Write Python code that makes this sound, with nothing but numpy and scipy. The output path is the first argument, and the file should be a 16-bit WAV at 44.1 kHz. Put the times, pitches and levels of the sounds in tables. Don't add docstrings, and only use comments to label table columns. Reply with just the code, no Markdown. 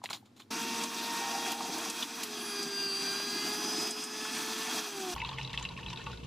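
import sys
import numpy as np
from scipy import signal
from scipy.fft import rfft, irfft, next_fast_len
from scipy.io import wavfile
from scipy.ndimage import uniform_filter1d

SR = 44100
rng = np.random.default_rng(int(sys.argv[2]) if len(sys.argv) > 2 else 0)


def materialize(psi):
    bounded = np.clip(np.atleast_2d(psi).T, -1, 1)
    quanta = np.round(bounded * 32767).astype(np.int16)
    wavfile.write(sys.argv[1], SR, quanta)


N = 276066
TIME, SIZE = np.arange(N) / SR, next_fast_len(N + 4096)

# start_s, end_s
JUICER_SPAN = (.507, 5.142)

# frequency_hz, relative_level_db
QUIET_COLOUR = [(25, -16), (49, -41), (113, 6), (160, -18), (221, 5), (598, -19), (826, -16), (2560, -28),
                (4040, -26.5), (15500, -41)]
HUM_COLOUR = [(20, -18.5), (133, -1), (597, -18), (906, -30), (1630, -57), (2840, -24), (6910, -37),
              (13000, -55), (14500, -80)]
# frequency_hz, width_hz, lift_db
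HUM_RESONANCES = [(59.5, 17, 18.5), (131, 14, 10), (178, 13, 8.5), (466, 36, 10)]
QUIET_DB, HUM_DB = -60.5, -45.5
# frequency_hz, relative_level_db
WIDE_AIR_COLOUR = [(40, -29), (145, -2), (373, 0), (2170, -16), (2450, -13), (6620, -24), (13300, -34),
                   (14500, -60)]
WIDE_BOARD_DB, WIDE_GLASS_DB = -74.5, -56
# frequency_hz, level_db
BOARD_REFLECTIONS = [(60, -52), (550, -13), (1650, -28), (6000, -18)]
GLASS_REFLECTIONS = [(60, -19), (550, -17), (1650, -38), (6000, -1.5), (10000, 0.5)]

# start_s, relative_level_db, centre_hz
ICE_CLINKS = [(5.162, -24, 900), (5.201, -24, 2600), (5.217, -21, 2260), (5.248, -23.5, 3830),
              (5.29, -22, 3860), (5.315, -29, 1100), (5.375, -33, 3000), (5.384, -23, 2200),
              (5.412, -25, 2820), (5.43, -31, 5450), (5.448, -28, 3800), (5.475, -27, 3860),
              (5.495, -31, 3830), (5.531, -24.5, 3570), (5.54, -26, 1940), (5.5753, -15, 3300),
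              (5.597, -35, 7100), (5.61, -32.5, 970), (5.626, -27.5, 6840), (5.651, -18.5, 2830),
              (5.688, -29.5, 4000), (5.71, -29, 2600), (5.765, -32.5, 2540), (5.775, -28, 2560),
              (5.796, -41, 3400), (5.83, -31.5, 2900), (5.862, -25, 3170), (5.881, -33, 2650),
              (5.9, -31, 4950), (5.929, -28.5, 980), (5.96, -27, 3900), (5.973, -28, 3800),
              (5.996, -32, 1450), (6.015, -34, 2860), (6.04, -39, 6360), (6.063, -31, 2860),
              (6.067, -24.5, 1123), (6.098, -33.5, 1100), (6.115, -35, 4750), (6.13, -36, 1550),
              (6.174, -35.5, 3900), (6.233, -39, 2920)]
# frequency_hz, relative_level_db, t60_s
GLASS_MODES = [(900, 5.5, 0.1), (1105, 2, 0.11), (1460, -2.5, 0.11), (1813, -2.5, 0.1), (2160, -4, 0.027),
               (2500, -5.5, 0.051), (2640, 5.5, 0.074), (2830, 1, 0.08), (3300, -13, 0.016),
               (3935, 4.5, 0.03), (3930, -10, 0.099), (4830, -22, 0.025), (5720, -11, 0.03),
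               (7000, -18, 0.024)]
# time_s, relative_level_db
POUR_LEVEL = [(5.15, -40), (5.6, -52), (5.9, -52.5), (6.12, -58), (6.26, -56)]
# frequency_hz, relative_level_db
TRICKLE_COLOUR = [(290, -31), (782, -13), (904, 1.5), (1600, -13), (2850, -0.5), (3220, 0), (9000, -25.5),
                  (13000, -41), (15000, -77)]
# time_s, pitch_hz
AIR_COLUMN = [(5.14, 824), (5.5, 957), (6.26, 1053)]
WASH_S = 0.024

# start_s, relative_level_db, centre_hz, width_octaves
KNIFE_BLOWS = [(0.017, -42, 900, 0.76), (0.0382, -28.5, 810, 0.85), (0.04, -34, 4000, 2.9),
               (.058, -25.5, 2630, 1.3), (.0905, -33, 1730, 1.8), (0.101, -33, 2500, 4),
               (0.108, -29.5, 960, 1.25), (.1312, -24, 3300, 1.3), (0.148, -37, 4100, 0.8),
               (.158, -39, 4300, 1.1), (.171, -49, 4100, 0.43), (.226, -52, 800, 0.38),
               (0.4, -46, 1480, 1.1), (.42, -44, 3400, .3)]
CHOP_T60_S = 0.032
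# peak_s, relative_level_db
FIBRE_TEARS = [(0.042, -41), (0.105, -38.5), (0.135, -39.5), (0.154, -60), (.258, -62), (0.368, -56),
               (0.4, -49.5)]
TEAR_RISE_DB_PER_S, TEAR_FALL_DB_PER_S = 2403, 500
# frequency_hz, relative_level_db
STALK_COLOUR = [(88, -38), (150, -7), (404, -7), (453, -15), (1020, -5), (1830, -15), (2230, -9),
                (15500, -20.5)]
# frequency_hz, width_hz, lift_db
BLADE_RESONANCES = [(780, 140, 4), (3470, 400, 7), (4100, 450, 10), (7000, 450, 7)]

# time_s, relative_level_db, drone_db (its mean is removed in use)
ROAR_LEVEL = [(.5, -44.5, 0.5), (1.2, -42.5, -5), (1.8, -45.5, -1.5), (1.95, -41, -4.5), (2.5, -45.5, -2),
              (2.9, -48, -1.5), (3.8, -45, 0), (4.2, -44.5, -2), (4.5, -42.5, -3), (4.8, -40.5, -6),
              (5.14, -46, -2.5)]
ROAR_REGIONS = (240, 780, 1150)
# frequency_hz, relative_level_db
ROAR_COLOUR = [(30, -42), (141, -15.5), (232, 0.5), (435, -9.5), (537, -9.5), (716, -3.5), (1660, -8),
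               (2210, -14.5), (2520, -6), (3030, -14.5), (3280, -8.5), (4040, -8), (6150, -12),
               (15800, -17.5)]
# frequency_hz, width_hz, lift_db
HOUSING_RESONANCES = [(231.7, 2.9, 8), (329, 130, 7), (549, 60, -21.5), (818, 34, -9), (1100, 12, 8.5),
                      (2650, 1760, 3.5), (3280, 66, 8.5), (4880, 120, 8), (6010, 730, 7.5), (7940, 230, 5)]
# start_s, length_s, tube_change_db (its mean is removed in use)
TUBE_GRINDS = [(1.186, 0.68, 5.5), (4.952, .3, -0.5)]
GRIND_EDGE_S, TUBE_HZ = 0.084, 800
# start_s, relative_level_db, centre_hz, width_octaves, dip_depth_db
BASKET_CLATTER = [(0.835, -27.5, 6400, 0.96, 6), (1.517, -26.5, 6500, 3, 3.5),
                  (1.602, -26.5, 905, 0.62, -1), (1.691, -30, 296, 1.1, -1), (1.781, -33, 6000, 1.8, 2),
                  (1.898, -28, 6800, 1.17, 7), (2.0243, -24, 3300, 0.39, 7),
                  (2.2325, -25.5, 5430, 2.9, 4.5), (2.628, -29.5, 6450, 1.1, 1.5),
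                  (3.197, -32.5, 989, 1.6, 0.5), (3.871, -34, 10940, 1.3, 4.5),
                  (3.907, -28.5, 7000, 0.81, 3), (4.037, -32, 7720, 0.58, 4),
                  (4.2499, -32.5, 1271, 0.61, 1), (4.5291, -39, 7000, 1.9, 4), (4.7868, -33, 5040, 1.13, 7)]

# time_s, pitch_hz, upper_lines_db
MOTOR_SPEED = [(.5, 457, 1.5), (.95, 462, 0), (1.45, 464.7, 0), (1.6, 460.8, -2), (2.05, 458, -3),
               (2.2, 458.5, -14), (2.27, 425, -3), (2.53, 408, 2), (2.63, 404, 3), (2.67, 402, -2),
               (2.8, 399.6, 4), (2.92, 393, 3.5), (3.02, 396.5, 2.5), (3.12, 398.3, 3.5), (3.3, 408.9, 4),
               (3.7, 424, -0.5), (4.15, 427.6, 0), (4.3, 434, 4), (4.5, 438.7, 1), (4.74, 441.7, 1),
               (4.96, 398, 3), (5.13, 352, 7)]
FREE_HZ, LOAD_HZ = 457, 27
# multiple, free_db, loaded_db
WHINE_LINES = [(1, -9, -6), (2, -12.5, -13.5), (3, -15, -10), (4, -14, -6), (5, -15.5, -17),
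               (6, -15, -16.5), (7, -35, -18), (8, -13.5, -11), (9, -22, -22.5), (10, -25, -17.5),
               (11, -30, -21), (12, -11.5, -2.5), (14, -22, -14), (15, -40, -9.5), (16, -36, -14),
               (20, -40, -14), (21, -38, -17), (22, -37, -23), (24, -23, -14), (26, -40, -19),
               (36, -40, -17)]
# multiple, ripples_added, free_db, loaded_db
RIPPLE_LINES = [(0, 1, -14, -13), (1, -1, -27, -27), (12, -1, -27, -8)]
RIPPLE_HZ = 239
# frequency_hz, width_hz, lift_db
MOUNT_RESONANCES = [(157.7, 8, 11), (373.5, 71, 7), (752.6, 30, 3), (950.4, 86, 16), (1600, 39, 2.5),
                    (2802, 30, 2.5), (4732, 260, 10.5), (4980, 49, -18), (5092, 72, 6.5), (10900, 150, 9)]
# multiple, centre_s, half_length_s, change_db
LINE_SWELLS = [(6, .65, .15, 6), (4, 1.33, .25, 8), (24, 1.8, .25, 6), (24, 2.47, .1, 12),
               (6, 2.54, .09, 12), (7, 2.88, .2, 13), (1, 2.85, .25, 3), (9, 2.76, .11, 15),
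               (11, 2.95, .17, 15), (4, 2.97, .06, -12), (6, 3.11, .08, 11), (10, 3.2, .27, 12),
               (7, 3.43, .07, 9), (6, 3.45, .08, 10), (5, 3.45, .12, 9), (2, 3.65, .2, 6),
               (14, 3.68, .17, 12), (22, 3.9, .15, 8), (4, 3.95, .15, -8), (20, 4.2, .25, 8),
               (10, 4.45, .17, 11), (24, 3.15, .3, 5), (12, 4.6, .3, -10), (2, 5.04, .12, 7),
               (12, 5.03, .16, -7)]
WAVER_DB = 1.3

# frequency_hz, likeness_0_to_1, left_lead_rad, left_minus_right_db
PORT_DIFFERENCES = [(30, 1, 0, 0), (5500, 1, 0, 0), (6400, 0.995, 0.03, -0.1), (7500, 0.98, .05, -2.5),
                    (8100, 0.68, 0.83, -1), (9600, 0.5, 0.85, -2.5), (13000, 0.7, 2.04, -1)]
CUTOFF_HZ = 16000


def amp(db):
    return 10 ** (np.asarray(db) / 20)


def rms_one(x):
    return x / np.sqrt(np.mean(x ** 2) + 1e-20)


def in_time(rows):
    s, *columns = np.transpose(rows)
    return [np.interp(TIME, s, column) for column in columns]


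def at_hz(points, hz):
    points = np.array(points)
    return np.interp(np.log(hz), np.log(points[:, 0]), points[:, 1])


def bins_hz():
    return np.maximum(np.arange(SIZE // 2 + 1) * SR / SIZE, 1)


def peaks_db(modes, hz):
    return sum(lift / (1 + (2 * (hz - centre) / width) ** 2) for centre, width, lift in modes)


def drift(rate):
    step = 40
    r = np.exp(-2 * np.pi * step * rate / SR)
    white = rng.standard_normal(N // step + 2002)
    slow = signal.lfilter([1], [1, -2 * r, r * r], white)[2000:]
    return np.interp(np.arange(N) / step, np.arange(len(slow)), rms_one(slow))


def coloured(spectrum, modes=(), source=None):
    hz = bins_hz()
    white = rng.standard_normal(N) * (1 if source is None else source)
    shaped = rfft(white, SIZE) * amp(at_hz(spectrum, hz) + peaks_db(modes, hz))
    return shaped / np.std(irfft(shaped, SIZE)[:N]), np.log2(hz)


def noise(spectrum, modes=(), source=None):
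    return irfft(coloured(spectrum, modes, source)[0], SIZE)[:N]


def grains(per_s, spread_db):
    struck = rng.random(N) < per_s / SR
    return 0.085 + struck * amp(spread_db * np.minimum(rng.exponential(1, N), 4))


def ring(clicks, hz, t60):
    r, w = amp(-60 / (t60 * SR)), 2 * np.pi * hz / SR
    return signal.lfilter([0, np.sin(w)], [1, -2 * r * np.cos(w), r * r], clicks + 1e-18)


def bursts(events, rise_s, snap):
    out, t = np.zeros(N + 8192), np.arange(8192) / SR
    whites = rng.standard_normal((len(events), len(t)))
    for (s, db, hz, width, t60), white in zip(events, whites):
        edges = np.clip(hz * 2 ** (np.array([-.5, .5]) * width), 50, .45 * SR)
        puff = white * (1 - np.exp(-t / rise_s)) * amp(-60 * t / t60) + snap * (t == 0)
        puff = signal.sosfilt(signal.butter(3, edges, "band", fs=SR, output="sos"), puff)
        loudest = np.max(uniform_filter1d(puff ** 2, size=88))
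        out[round(s * SR):][:len(t)] += amp(db) * puff / np.sqrt(loudest * 4)
    return out[:N]


def quiet_room():
    return amp(QUIET_DB) * noise(QUIET_COLOUR)


def room_hum():
    return amp(HUM_DB + 1.0 * drift(2.7)) * noise(HUM_COLOUR, HUM_RESONANCES)


def widened(x, side_db, air_db):
    echoes = rng.standard_normal(2000) * np.exp(-np.arange(2000) / SR / .01)
    echoes = rfft(echoes / np.linalg.norm(echoes), SIZE)
    side = irfft(rfft(x, SIZE) * echoes * amp(at_hz(side_db, bins_hz())), SIZE)[:N]
    return x + (side + amp(air_db) * noise(WIDE_AIR_COLOUR)) * [[1], [-1]]


def bubbles():
    born = rng.random(N) < 1500 * amp(3.5 * drift(14)) / SR
    sizes = born * amp(3.3 * np.minimum(rng.exponential(1, N), 4)) * rng.choice([-1, 1], N)
    pitches, dealt = np.geomspace(750, 7500, 48), rng.integers(0, 48, N)
    cycles = 55
    out = 0
    for k, hz in enumerate(pitches):
        rung = ring(sizes * (dealt == k), hz, cycles / hz)
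        out = out + amp(at_hz(TRICKLE_COLOUR, hz)) * np.sqrt(hz) * rung
    return rms_one(out)


def gurgle():
    hz = in_time(AIR_COLUMN)[0] * (1 + 0.055 * drift(11))
    fits = drift(49) * amp(7.9 * drift(11))
    return rms_one(fits * np.sin(2 * np.pi * np.cumsum(hz) / SR))


def splash():
    out = 0
    for hz, db, t60 in GLASS_MODES:
        mode = rms_one(ring(rng.standard_normal(N), hz, 0.8 * t60))
        out = out + amp(db + 6 * drift(30)) * mode
    return rms_one(out)


def wash():
    s, db, _ = np.transpose(ICE_CLINKS)
    kicks = np.zeros(N)
    kicks[np.round(s * SR).astype(int)] = amp(0.6 * db)
    return signal.lfilter([1], [1, -np.exp(-1 / (WASH_S * SR))], kicks)


def plops():
    out, t = np.zeros(N + 4096), np.arange(4096) / SR
    for s, db, hz in ICE_CLINKS:
        shape = (1 - np.exp(-t / 0.001)) * amp(-60 * t * hz / 55.0)
        out[round(s * SR):][:len(t)] += amp(db - 8.0) * shape * np.sin(2 * np.pi * hz * (t + 1.0 * t ** 2))
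    return out[:N]


def clinks():
    s, db, centre = np.transpose(ICE_CLINKS)
    cracks = [(*row, .4, .014) for row in ICE_CLINKS]
    out = amp(-8.5) * bursts(cracks, rise_s=0.0005, snap=4.0) + plops()
    chance_db = rng.normal(0, 3, (len(s), len(GLASS_MODES)))
    touch = np.arange(600) / SR
    rattle = (1 - np.exp(-touch / 0.00069)) * np.exp(-touch / 0.0025)
    for k, (hz, level_db, ring_s) in enumerate(GLASS_MODES):
        detuning_db = -26.0 * np.log2(hz / centre) ** 2
        strength = np.zeros(N)
        strength[np.round(s * SR).astype(int)] = amp(db + level_db - 35.0 + chance_db[:, k] + detuning_db)
        touches = signal.fftconvolve(strength, rattle)[:N] * rng.standard_normal(N)
        out += ring(touches, hz, ring_s)
    return out


def pouring():
    stream = amp(-4.0) * bubbles() + amp(-9.0) * gurgle()
    trickle = amp(4.0 * drift(36) - 36.5) * noise(TRICKLE_COLOUR)
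    slosh = wash() * (trickle + amp(-35.0) * splash())
    return clinks() + amp(in_time(POUR_LEVEL)[0]) * stream + slosh + room_hum()


def tearing_fibres():
    tearing = 0
    for s, db in FIBRE_TEARS:
        fall_db = np.maximum(TEAR_RISE_DB_PER_S * (s - TIME), TEAR_FALL_DB_PER_S * (TIME - s))
        tearing = tearing + amp(db - fall_db)
    return tearing * noise(STALK_COLOUR, BLADE_RESONANCES, grains(per_s=6000, spread_db=1.5))


def chopping():
    blows = bursts([(*row, CHOP_T60_S) for row in KNIFE_BLOWS], rise_s=0.00022, snap=9.0)
    return blows + tearing_fibres() + quiet_room()


def clatter():
    return bursts([(*row[:4], .05) for row in BASKET_CLATTER], rise_s=0.00085, snap=0)


def clatter_dip_db():
    dip_db = np.zeros(N)
    for s, _, _, _, depth_db in BASKET_CLATTER:
        since = np.maximum(TIME - s - .008, 0)
        dip_db += depth_db * (1 - np.exp(-since / 0.01)) * np.exp(-since / 0.2)
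    return dip_db


def grinding_db():
    tube_db = 0
    for s, length, change_db in TUBE_GRINDS:
        inside_s = np.minimum(TIME - s, s + length - TIME)
        tube_db = tube_db + change_db * np.clip(inside_s / GRIND_EDGE_S + .5, 0, 1)
    return tube_db


def roar(roar_db, *over_db):
    shaped, octave = coloured(ROAR_COLOUR, HOUSING_RESONANCES)
    running = slice(round(.6 * SR), round(5.1 * SR))
    drone, tube = (db - db[running].mean() for db in over_db)
    moves = np.array([drone + 1.03 * drift(4.9), tube + 1.2 * drift(2.7), np.zeros(N)])
    out, together = 0, drift(5.8)
    for centre in np.arange(4, 15, .5):
        band = np.cos(np.pi * np.clip(octave - centre, -.5, .5)) ** 2
        shares = [np.interp(centre, np.log2(ROAR_REGIONS), row) for row in np.eye(len(moves))]
        flicker_db = shares @ moves + 1.0 * together + 1.5 * drift(22.4)
        out = out + irfft(shaped * band, SIZE)[:N] * amp(flicker_db)
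    growl = rms_one(ring(rng.standard_normal(N), TUBE_HZ, 0.21))
    return amp(roar_db + 7.5) * (out + amp(5.3 * tube + 1.9 * drift(25) - 33.5) * growl)


def whine(roar_db):
    pitch, upper_db = in_time(MOTOR_SPEED)
    pitch = uniform_filter1d(pitch, size=1500)
    turn = 2 * np.pi * np.cumsum(pitch * (1 + 0.00085 * drift(15.0))) / SR
    load = np.clip((FREE_HZ - pitch) / LOAD_HZ, 0, 1)
    pitch_change = np.abs(np.gradient(pitch)) * SR
    blur_db = .045 * uniform_filter1d(pitch_change, size=4000)
    out = 0
    for multiple, ripples, free_db, loaded_db in RIPPLE_LINES + [(m, 0, *db) for m, *db in WHINE_LINES]:
        ripple_hz = ripples * RIPPLE_HZ
        hz = (multiple * pitch + ripple_hz)[::40]
        lift_db = 0.4 * peaks_db(HOUSING_RESONANCES, hz) + peaks_db(MOUNT_RESONANCES, hz)
        level_db = roar_db + free_db + load * (loaded_db - free_db) + np.repeat(lift_db, 40)[:N]
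        level_db += WAVER_DB * (1 + multiple // 18) * drift(4.1) + 1.14 * drift(65)
        level_db += upper_db * (multiple > 1) - blur_db * (multiple > 2)
        for line, s, half_s, db in LINE_SWELLS:
            if line == multiple:
                level_db += db * np.exp(-((TIME - s) / half_s) ** 4)
        phase = multiple * turn + 2 * np.pi * (ripple_hz * TIME + rng.random())
        out = out + amp(level_db) * np.sin(phase)
    return np.sqrt(2) * out


def juicer():
    roar_db, drone_db = in_time(ROAR_LEVEL)
    running = whine(roar_db) + roar(roar_db, drone_db, grinding_db())
    return amp(-clatter_dip_db()) * running + clatter()


def scene():
    first, second = (np.clip((TIME - s) / 0.0069 + .5, 0, 1) for s in JUICER_SPAN)
    board = widened(chopping(), BOARD_REFLECTIONS, WIDE_BOARD_DB)
    glass = widened(pouring(), GLASS_REFLECTIONS, WIDE_GLASS_DB)
    return (1 - first) * board + (first - second) * juicer() + second * glass


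def record(dry):
    hz = bins_hz()
    alike, lead, lean_db = (at_hz(np.array(PORT_DIFFERENCES)[:, [0, k]], hz) for k in range(1, 4))
    alike = np.clip(alike, 0, 1)
    scatter = rng.standard_normal(4000) * np.exp(-np.arange(4000) / SR / .03)
    scatter = rfft(scatter / np.linalg.norm(scatter), SIZE)
    common, differing = np.sqrt((1 + alike) / 2), np.sqrt((1 - alike) / 2) * scatter
    ports = [amp(side * lean_db / 2) * np.exp(.5j * side * lead) * (common + side * differing)
             for side in (1, -1)]
    heard = irfft(rfft(dry, SIZE) * ports, SIZE)[:, :N]
    return signal.sosfilt(signal.cheby2(20, 80, CUTOFF_HZ, fs=SR, output="sos"), heard)


dry = scene()
out = record(dry)
materialize(out)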